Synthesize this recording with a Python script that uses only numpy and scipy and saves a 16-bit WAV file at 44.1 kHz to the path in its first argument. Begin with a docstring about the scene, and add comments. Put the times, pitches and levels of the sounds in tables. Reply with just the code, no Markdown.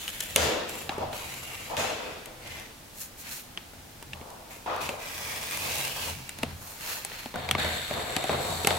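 """Steel rasps and groans along the lead strips of a glass panel on a workbench: a flat tool rubs,
digs in and makes one long glide, then a curved knife is dragged over and set to the lead. Tiny slips
of the edge shake the panel, ring the blade and hiss at the contact. The steel clicks on lead and
glass, hands brush the panel and lean on it so that it booms softly, and the workshop rumbles faintly."""
import sys
import numpy as np
from scipy import signal
from scipy.fft import rfft, irfft, next_fast_len
from scipy.io import wavfile
from scipy.ndimage import uniform_filter1d, map_coordinates

SR = 44100
rng = np.random.default_rng(int(sys.argv[2]) if len(sys.argv) > 2 else 0)


def to_wav(sig):
    """Store sig (one row per channel, or 1-D mono) as 16-bit WAV at the path in sys.argv[1].

    Samples outside -1..1 are clipped; the rate is SR.
    """
    pcm = np.clip(np.atleast_2d(sig), -1, 1) * 32767
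    pcm = np.round(pcm).astype(np.int16)
    wavfile.write(sys.argv[1], SR, pcm.T)  # frames by channels


N = 387198

# Light rubs of the flat tool. Each row: start, attack and length in seconds, then groan, rasp and
# hiss in relative dB.
RUBS = [(-0.05, .02, 0.41, -52, -43.5, -44.5), (0.672, .02, .17, -53, -47.5, -47),
        (1.105, 0.041, 0.57, -47.5, -43.5, -46.5), (2.016, .02, 0.12, -54, -52.5, -61),
        (2.389, 0.11, .22, -49.5, -45, -55), (4.499, 0.013, 0.029, -52.5, -50.5, -51),
        (4.801, 0.012, 0.068, -44.5, -40, -45)]
# Resonances that hold their pitch. Each row: time in seconds, pitch factor.
NO_TILT = [(0, 1), (9, 1)]
TOP_HZ = 15900


def amp(db):
    """Decibels to gain."""
    return 10 ** (np.asarray(db) / 20)


def unit(x):
    """Scale to rms 1."""
    return x / np.sqrt(np.mean(x ** 2) + 1e-20)


def along(points, hz):
    """(Hz, value) points read on a log axis."""
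    f, v = np.transpose(points)
    return np.interp(np.log(hz + 1), np.log(f + 1), v)


def filtered(x, response):
    """Shape x with a frequency response."""
    n = x.shape[-1]
    padded = next_fast_len(n + 8192)
    return irfft(rfft(x, padded) * response(np.fft.rfftfreq(padded, 1 / SR)), padded)[..., :n]


def resonance(hz, centre, width):
    """Causal response of one mode."""
    return 1j * hz * width / (centre ** 2 - hz ** 2 + 1j * hz * width)


def bumps(modes, hz):
    """Gain of resonances that rise out of a broad response."""
    return amp(sum(db * np.abs(resonance(hz, centre, width)) ** 2 for centre, width, db in modes))


def below(hz, edge_hz, order=6):
    """Low-pass gain."""
    return 1 / np.sqrt(1 + (hz / edge_hz) ** (2 * order))


def above(hz, edge_hz, order=6):
    """High-pass gain."""
    return np.sqrt(1 - below(hz, edge_hz, order) ** 2)


def stereo(pair, colour):
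    """Colour two unrelated signals and blend them into left and right; the centre has rms 1."""
    # Narrow bass, wide treble. Each row: frequency in Hz, left-right correlation.
    likeness = [(60, 0.985), (150, 0.91), (350, 0.4), (700, 0.35), (1400, 0.082), (4000, 0.19),
                (12000, 0.16)]
    turn = lambda hz: np.arccos(np.clip(along(likeness, hz), -1, 1)) / 2
    mid, side = filtered(pair, lambda hz: colour(hz) * np.array([np.cos(turn(hz)), np.sin(turn(hz))]))
    return np.array([mid + side, mid - side]) / np.sqrt(np.mean(mid ** 2) + 1e-20)


def panned(x, left_db):
    """Louder on the left by left_db."""
    return x * amp(np.array([[left_db], [-left_db]]) / 2)


def wobble(n, rate):
    """A smooth random curve, rate knots a second."""
    return map_coordinates(rng.standard_normal(int(n * rate / SR) + 4), [np.arange(n) * rate / SR])


def span(start_s, end_s):
    """Sample times between two moments."""
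    return np.arange(max(int(start_s * SR), 0), min(int(end_s * SR), N)) / SR


def placed(t, sound):
    """A sound set at its times in the scene."""
    start = round(t[0] * SR)
    return np.pad(sound, ((0, 0), (start, N - start - len(t))))


def workshop():
    """Room tone: a low rumble and a faint hiss."""
    # Each row: frequency in Hz, spectral level in relative dB.
    spectrum = [(12, -37), (20, -1.5), (104, -4), (204, -6.5), (234, -5.5), (377, -10.5), (780, -11),
                (849, -9), (949, -14.5), (1610, -14), (1910, -16), (2080, -15.5), (2390, -15.5),
                (16000, -23.5)]
    return amp(-49.5) * stereo(rng.standard_normal((2, N)), lambda hz: amp(along(spectrum, hz)))


def boom(n):
    """The whole panel booming evenly in its lowest modes."""
    # Each row: centre in Hz, width in Hz, level in dB.
    low_modes = [(83, 5.4, 2), (134.4, 4.3, 0.5), (183, 43, -13)]
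    body = lambda hz: sum((-1) ** k * amp(db) * resonance(hz, centre, width)
                          for k, (centre, width, db) in enumerate(low_modes))
    low = stereo(rng.standard_normal((2, n)), lambda hz: body(hz) * below(hz, 310, order=3))
    power = np.abs(uniform_filter1d(np.mean(low ** 2, axis=0), size=4000))
    return low / np.sqrt(power + 0.043)


def swelling(middle, half_width, *levels_db):
    """Times and gains of a passing touch: it swells and dies away evenly."""
    t = span(middle - 5 * half_width, middle + 5 * half_width)
    return t, amp(levels_db)[:, None] / np.cosh((t - middle) / half_width)


def panel_flex():
    """The weight of the hands flexes the whole panel on the bench."""
    # Each row: middle and half width in seconds, boom in relative dB.
    leans = [(0.431, 0.043, -32.5), (0.86, 0.035, -47), (1.04, 0.051, -38), (1.79, 0.033, -42),
             (2.53, 0.081, -46.5), (3.79, 0.029, -52), (4.17, 0.066, -44), (6.14, .055, -38.5),
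             (6.501, 0.069, -38), (7.59, 0.067, -31.5), (8.521, 0.069, -38)]
    swells = (swelling(*row) for row in leans)
    return amp(-3) * sum(placed(t, gain * boom(len(t))) for t, gain in swells)


def slips(n, per_second, share, judder_db):
    """Friction force: smooth sliding noise, with a share of its power in tiny slips of uneven size."""
    spread_db, slip_s = 4, 0.00077
    kicks = (rng.random(n) < per_second / SR) * amp(spread_db * rng.uniform(-0.91, 1, n))
    bursts = unit(signal.lfilter([1], [1, -np.exp(-1 / (slip_s * SR))], kicks))
    grip = np.sqrt(1 - share + share * bursts ** 2) * amp(judder_db * wobble(n, 70.13))
    return grip * rng.standard_normal((2, n))


def ringing(force, start_s, modes, tilt, patchy_db):
    """The force through resonances that follow the tilt; its colour drifts with the contact patch."""
    hz, t, spectra = signal.stft(force, SR, nperseg=1024)
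    shift = np.interp(start_s + t, *np.transpose(tilt))
    patches = uniform_filter1d(rng.standard_normal(spectra.shape[1:]), size=6, axis=0)
    patches = unit(uniform_filter1d(patches, size=14, axis=1))
    gain = bumps(modes, hz[:, None] / shift) * amp(patchy_db * patches)
    return signal.istft(spectra * gain, SR, nperseg=1024)[1][:, :force.shape[1]]


def stroke(motion, groan_band, edge, modes, tilt, slips_per_s, slip_share, judder_db, lurch_db,
           patchy_db, groan_db, rasp_db, hiss_db, boom_db):
    """One stroke: the same slips groan, rasp and hiss, while the pressure sets the panel booming."""
    # Resonances of the glass. Each row: centre in Hz, width in Hz, boost in dB.
    glass_modes = [(228, 21, 8.6), (323, 21, 5.2), (439, 29, 5.7), (504.7, 15, 8.7), (580, 27, 2.3),
                   (630, 48, 3), (719, 23, 2.1), (775, 25, 1.4), (920, 110, 2.7), (1160, 22, 1.1)]
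    t, (groan, rasp, hiss) = motion
    force = ringing(slips(len(t), slips_per_s, slip_share, judder_db), t[0], modes, tilt, patchy_db)
    lurch = amp(lurch_db * wobble(len(t), 39.86))  # the soft lead yields in small jerks
    # groan_band (centre and width in Hz) depends on where the panel is pressed.
    panel = lambda hz: (resonance(hz, *groan_band) * bumps(glass_modes, hz)
                        * above(hz, 110, order=3) * below(hz, 1410))
    contact = lambda hz: amp(along(edge[1:-1], hz))
    rasp_band = lambda hz: contact(hz) * above(hz, 1470) * below(hz, 5270)
    hiss_band = lambda hz: contact(hz) * above(hz, 5480) * below(hz, TOP_HZ, order=30)
    sound = groan * (amp(groan_db) * stereo(force * lurch, panel) + amp(boom_db) * boom(len(t)))
    sound += amp(rasp_db) * rasp * stereo(force, rasp_band)
    sound += amp(hiss_db) * hiss * stereo(force, hiss_band)
    return placed(t, sound)


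def hands():
    """Skin brushes over dusty glass."""
    # Each row: middle and half width in seconds, then groan, rasp and hiss in relative dB.
    brushes = [(3.02, 0.03, -62, -51, -41.5), (3.21, 0.017, -72, -55, -45.5),
               (3.275, 0.023, -56, -45.5, -56), (3.344, 0.045, -58, -45, -41.5),
               (6.47, 0.065, -52, -49.5, -58), (6.69, .06, -51.5, -52.5, -47), (6.91, 0.062, -44, -38, -39),
               (7.16, 0.097, -52, -43, -50)]
    # Colour of skin on glass. Each row: frequency in Hz, level in dB.
    skin = [(820, -33), (1400, 0.5), (2130, 0.5), (5830, -8.5), (6660, -6), (9910, -7.5), (15100, -6),
            (16000, -11)]
    # Resonances of the rubbed glass. Each row: centre in Hz, width in Hz, boost in dB.
    rubbed_glass = [(2650, 200, 4.5), (4230, 350, 7), (5560, 240, 4.4), (6700, 240, 5), (11500, 1200, 4.1)]
    return sum(stroke(swelling(*row), (970, 880), skin, rubbed_glass, NO_TILT,
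                      slips_per_s=600, slip_share=0.23, judder_db=1.3, lurch_db=-0.5, patchy_db=0.1,
                      groan_db=-2, rasp_db=-2, hiss_db=-0.5, boom_db=-16) for row in brushes)


def burst(low_hz, high_hz, t60, tail_db, tail_t60, width):
    """A contact in one band: a damped rattle of dense modes and a faint tail from bench and walls."""
    t = np.arange(SR // 4) / SR
    band = signal.butter(2, [low_hz, high_hz], "band", fs=SR, output="sos")
    noise = lambda: rng.standard_normal(len(t)) + width * rng.standard_normal((2, len(t)))
    direct = unit(signal.sosfilt(band, noise() * amp(-60 * t / t60)))
    tail = unit(signal.sosfilt(band, noise() * amp(-60 * t / tail_t60)))
    return (direct + amp(tail_db) * tail) * np.sqrt(t60 / t[-1] / 20)


def ping(hz, t60, scatter):
    """One damped mode, slightly out of phase between left and right."""
    t = np.arange(SR // 4) / SR
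    return np.sin(2 * np.pi * hz * t + scatter * rng.standard_normal((2, 1))) * amp(-60 * t / t60)


def steel_ping(hz):
    """The short metallic ring of the struck blade, damped by the fingers."""
    # Each row: multiple of the ring pitch, level in dB.
    partials = [(1, 1), (1.27, -11)]
    return sum(amp(db) * ping(hz * multiple, t60=0.015, scatter=0.56) for multiple, db in partials)


def crumbs(count):
    """Crumbs of lead tick faintly at random moments of the rubs: extra rows for clicks()."""
    starts, _, lengths = np.transpose(RUBS)[:3]
    rows = []
    for which, when, size in rng.random((count, 3)):
        rub = np.searchsorted(np.cumsum(lengths), which * lengths.sum())
        start = max(starts[rub] + when * lengths[rub], 0)
        level_db = -36 + 5 * (2 * size - 1)
        rows.append((start, level_db, -10, 3, -4, 700, 2700))
    return rows


def clicks():
    """Each contact knocks the panel, clacks in the glass and ticks at the edge; lead damps it fast."""
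    # Each row: start in seconds, overall, knock, tick and ring levels in relative dB, then knock
    # and ring pitches in Hz.
    contacts = [(0.0795, -23, -26, 1.5, 8.5, 845, 2960), (0.0908, -28, -24, 3, 5, 182, 3040),
                (0.205, -24, -22, 10, 2, 960, 3330), (0.208, -22.5, -18, 4.5, 5, 970, 3030),
                (0.226, -37, -15, 11, -8, 800, 3000), (0.2363, -33, -13, 11, -6, 206, 3000),
                (0.3607, -5, -10.5, 4, -4, 550, 2850), (0.694, -29, -7, 6.5, -4, 748, 2700),
                (0.8929, -15, -3.5, -24, -1, 803, 2770), (0.9815, -33, 12.5, 0, -6, 430, 2400),
                (1.1298, -26.5, -7, -10, 1, 480, 1450), (1.768, -17, -21, -7, -13, 694, 2640),
                (2.2586, -30.5, -24, 4.5, -3, 194, 3000), (2.569, -30.5, -5, -6, -6, 620, 2200),
                (3.5746, -18.5, -12, -26, -2.5, 360, 3100), (3.7339, -46, 15, -12, -6, 237, 2400),
                (4.026, -31.5, -1, 2, -2, 925, 2800), (4.133, -23, -14, -16, 3, 186, 2770),
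                (4.2126, -37, 6.5, -20, 4, 231, 2200), (4.303, -43.5, -7, 11.5, -6, 463, 2800),
                (4.6613, -35, 8, -14, -6, 940, 2580), (4.763, -31.5, 3, 1.5, -4, 930, 2700),
                (4.8912, -19.5, -0.5, -5, 3.5, 570, 2620), (5.5108, -25, -23, 3.5, -6, 775, 3420),
                (5.5736, -25, -6, 6, -6, 950, 2270), (5.783, -29, -20, 9.5, -6, 773, 2650),
                (6.2928, -24.5, -31, 4, 0, 380, 2850), (6.3873, -25.5, -6, -1, -3, 234, 2300),
                (6.431, -18.5, 2, -9, -8, 688, 2660), (6.4336, -16.5, 0.5, -6, -2, 233, 2700),
                (7.0489, -25, -5, 10, -9, 796, 2420), (7.117, -28, -5, -14, -1, 900, 1900),
                (7.2587, -27.5, 4.5, -3, -8, 240, 2400), (7.3408, -30, 8.5, -16, -2, 640, 1700),
                (7.3584, -29.5, 9, 0.5, 10, 235, 1493), (7.4892, -17, -2, -14, -1, 604, 2380),
                (7.5116, -8, -10.5, -2.5, 2, 766, 3240), (7.5508, -18.5, 4, -16, 9, 1160, 2190),
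                (7.647, -23, 5, -16, 4, 600, 2000), (7.9094, -24, 7.5, -18, -3, 597, 2100),
                (8.165, -9.5, -3, -5, -5, 768, 2580), (8.2404, -24, 9, 1.5, 2, 755, 2600),
                (8.2942, -20.5, 7.5, -20, -6, 645, 2200), (8.449, -26.5, 6.5, -12, -7, 560, 1500),
                (8.6476, -14.5, -1.5, -6, 3, 433, 2670), (8.6718, -8, -1, 4.5, -3, 803, 2120),
                (8.706, -11.5, -3, -18, -9, 870, 2900)]
    out = np.zeros((2, N + SR))
    for start, db, knock_db, tick_db, ring_db, knock_hz, ring_hz in contacts + crumbs(count=7):
        thud = burst(140, 900, t60=0.025, tail_db=-8, tail_t60=0.25, width=0.4)
        knock = amp(-2) * thud + amp(-4) * ping(knock_hz, t60=0.052, scatter=0.43)
        clack = burst(1450, 3800, t60=0.023, tail_db=-10, tail_t60=0.44, width=0.9)
        clack += amp(ring_db) * steel_ping(ring_hz)
        tick = burst(5750, 12000, t60=0.011, tail_db=-13.5, tail_t60=0.093, width=0.68)
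        sound = amp(db) * (amp(knock_db - 4.5) * knock + amp(-7) * clack + amp(tick_db - 5) * tick)
        out[:, round(start * SR):][:, :sound.shape[1]] += sound
    return out[:, :N]


def rubbing(start, attack, length, *levels_db):
    """Times and gains of an even stroke: soft attack, slowly slackening pressure, quick release."""
    sag_db_per_s, release_db_per_s = 3, 110
    t = span(start, start + length + 35 / release_db_per_s)
    age = t - start
    drop_db = sag_db_per_s * age + release_db_per_s * np.maximum(age - length, 0)
    return t, np.clip(age / attack, 0, 1) * amp(np.array(levels_db)[:, None] - drop_db)


def digging(start, hold, fade, *levels_db):
    """Times and gains of a dig: the edge bites at once, sinks in, then eases off and grows duller."""
    bite_s, swell_db, swell_s = 0.0023, 4, 0.023
    hold_factors, fade_factors = (0.92, 0.7, 0.62), (1, 1.04, 2.25)  # groan, rasp, hiss
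    t = span(start, start + hold + 38 / fade)
    age = np.maximum(t - start, 0)
    eased_db = [db - fade * faster * np.maximum(age - hold * held, 0)
                for db, held, faster in zip(levels_db, hold_factors, fade_factors)]
    return t, np.minimum(age / bite_s, 1) * amp(np.array(eased_db) - swell_db * np.exp(-age / swell_s))


def gliding():
    """Times and gains of the long glide: groan, rasp and hiss all follow the effort."""
    # Each row: time in seconds, effort in dB.
    effort_curve = [(5.0, -11), (5.07, -3.5), (5.33, 2), (5.43, -2), (5.62, 5), (5.8, 6.5), (5.92, 1),
                    (6.11, 3.5), (6.155, -8.5), (6.38, -19)]
    levels_db, slopes = (-46, -40.5, -42), (0.96, 0.74, 0.89)  # groan, rasp, hiss
    ease_s = 0.02  # the edge is set down and lifted gently
    times, effort_db = np.transpose(effort_curve)
    t = span(times[0] - ease_s, times[-1] + 2 * ease_s)
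    effort = np.interp(t, times, effort_db)
    contact = np.clip(np.minimum(t - t[0], t[-1] - t) / ease_s, 0, 1)
    return t, contact * amp([db + slope * effort for db, slope in zip(levels_db, slopes)])


def knife():
    """The curved knife is dragged across the bench and set to the lead, with a juddering groan
    and a ringing hiss."""
    # Each row: start, attack and length in seconds, then groan, rasp and hiss in relative dB.
    drags = [(7.361, 0.02, .2, -42, -44.5, -55), (7.571, 0.012, 1.27, -44.5, -38.5, -44.5),
             (7.57, 0.022, 0.2, -41, -43.5, -45), (8.38, 0.048, .43, -50, -49, -42)]
    # Each row: start and base hold in seconds, base fade in dB per second, then groan, rasp and
    # hiss in relative dB.
    jolts = [(7.339, 0.04, 68, -40.5, -44, -72.5), (7.579, 0.079, 71, -39, -31.5, -66),
             (7.908, .03, 29, -36, -44, -62), (8.294, 0.039, 78, -30, -36.5, -44),
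             (8.454, 0.033, 60, -35.5, -46, -54), (8.675, 0.039, 72, -31, -35, -40)]
    # Colour of the knife's edge. Each row: frequency in Hz, level in dB.
    edge = [(820, -33), (1400, 9), (1900, 8), (3070, 2), (3650, 2), (4470, -4.5), (5010, -17.5),
            (6940, -20), (7600, -19.5), (8590, -23.5), (11200, -19), (15200, -26), (16000, -24)]
    # Blade resonances. Each row: centre in Hz, width in Hz, boost in dB.
    steel = [(720, 100, 6), (3700, 240, 7.5), (4350, 280, 4.5), (7750, 850, 10.5)]
    motions = [rubbing(*row) for row in drags] + [digging(*row) for row in jolts]
    return sum(stroke(motion, (610, 640), edge, steel, NO_TILT,
                      slips_per_s=360, slip_share=0.21, judder_db=0.5, lurch_db=2, patchy_db=1.5,
                      groan_db=0.5, rasp_db=-2, hiss_db=0.5, boom_db=-6) for motion in motions)


def flat_tool():
    """The flat steel rubs lightly, digs into the soft lead, and glides along one strip."""
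    # Each row: start and base hold in seconds, base fade in dB per second, groan, rasp and hiss in
    # relative dB, then the groan's centre and width in Hz.
    bites = [(0.366, .13, 52, -28, -29.5, -33, 523, 480), (0.894, 0.032, 79.5, -38, -45, -61, 930, 500),
             (0.981, 0.066, 85, -33.5, -45.5, -60, 667, 300), (1.696, 0.062, 60, -35.5, -44, -57, 764, 300),
             (1.771, 0.056, 41, -30, -32.5, -35.5, 590, 453), (4.138, .3, 35, -49, -75, -78, 740, 500),
             (4.660, 0.13, 62, -32, -41.5, -62, 940, 523), (4.891, .02, 75, -38, -60, -66, 575, 300)]
    # Colour of each kind of contact. Each row: frequency in Hz, level in dB.
    rub_edge = [(820, -41), (1400, -4.5), (2260, -1), (2980, -1), (3540, -5), (3880, -4.5), (5270, -10),
                (7370, -3), (9230, -7.5), (11100, -3), (15200, -8.5), (16000, -17)]
    dig_edge = [(820, -30), (1400, 3.5), (1700, 1.5), (2690, -1), (2920, -1.5), (3500, -0.5), (4080, -5),
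                (5720, -7), (7010, -3), (8420, -11), (11900, -11.5), (15200, -19), (16000, -29)]
    glide_edge = [(820, -41), (1400, -24), (1580, 1.5), (1790, -3.5), (2610, -1), (4120, -4), (14400, -6),
                  (16000, -17)]
    # Resonances of the steel. Each row: centre in Hz, width in Hz, boost in dB.
    rub_steel = [(1620, 55, -2), (2370, 140, 4.5), (2667, 125, 8.5), (3100, 100, 5), (3740, 140, 0),
                 (7400, 480, 3), (11900, 600, 2), (14000, 600, -1)]
    dig_steel = [(2770, 140, 7)]  # pressed hard, the tool keeps only its strongest one
    glide_steel = [(2210, 200, 7.5), (2650, 280, 9), (3850, 240, 5)]
    # They shift as the tool tilts and travels. Each row: time in seconds, pitch factor.
    tilt = [(0, 1.3), (.34, 1.3), (.4, 0.99), (.9, 1), (1.25, 0.93), (1.7, 0.87), (1.9, 0.97), (2.5, 0.77),
            (4.85, 0.93), (5.3, 0.815), (5.7, 1.1), (5.9, 0.996), (6.12, 1.03)]
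    glide_tilt = [(5.0, 0.91), (5.33, .86), (5.57, 0.92), (5.7, 0.98), (5.83, 1.01), (5.91, 1.13),
                  (6.0, 1.2), (6.12, 1.05)]
    rubs = sum(stroke(rubbing(*row), (760, 820), rub_edge, rub_steel, tilt,
                      slips_per_s=340, slip_share=0.17, judder_db=1, lurch_db=2, patchy_db=2,
                      groan_db=-1, rasp_db=-0.5, hiss_db=-1, boom_db=-4) for row in RUBS)
    digs = sum(stroke(digging(*row), (hz, width), dig_edge, dig_steel, tilt,
                      slips_per_s=560, slip_share=0.077, judder_db=0, lurch_db=1.3, patchy_db=1.1,
                      groan_db=-1.5, rasp_db=-2, hiss_db=-3, boom_db=-20) for *row, hz, width in bites)
    glide = stroke(gliding(), (930, 1360), glide_edge, glide_steel, glide_tilt,
                   slips_per_s=450, slip_share=0.19, judder_db=1, lurch_db=1.1, patchy_db=1.24,
                   groan_db=0, rasp_db=-1, hiss_db=-1.5, boom_db=-6.5)
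    return panned(rubs, left_db=0.5) + panned(digs, left_db=1.5) + panned(glide, left_db=-0.3)


def scene():
    """The work lies close by, just left of centre."""
    friction = flat_tool() + panned(knife(), left_db=1) + hands()
    return friction + panned(clicks(), left_db=1) + panel_flex() + workshop()


def record(dry):
    """A soft clip rounds the hardest peaks, and everything above TOP_HZ is cut."""
    ceiling = 0.75
    rounded = dry / (1 + np.abs(dry / ceiling) ** 4) ** (1 / 4)
    return filtered(rounded, lambda hz: hz < TOP_HZ)


dry = scene()
out = record(dry)
to_wav(out)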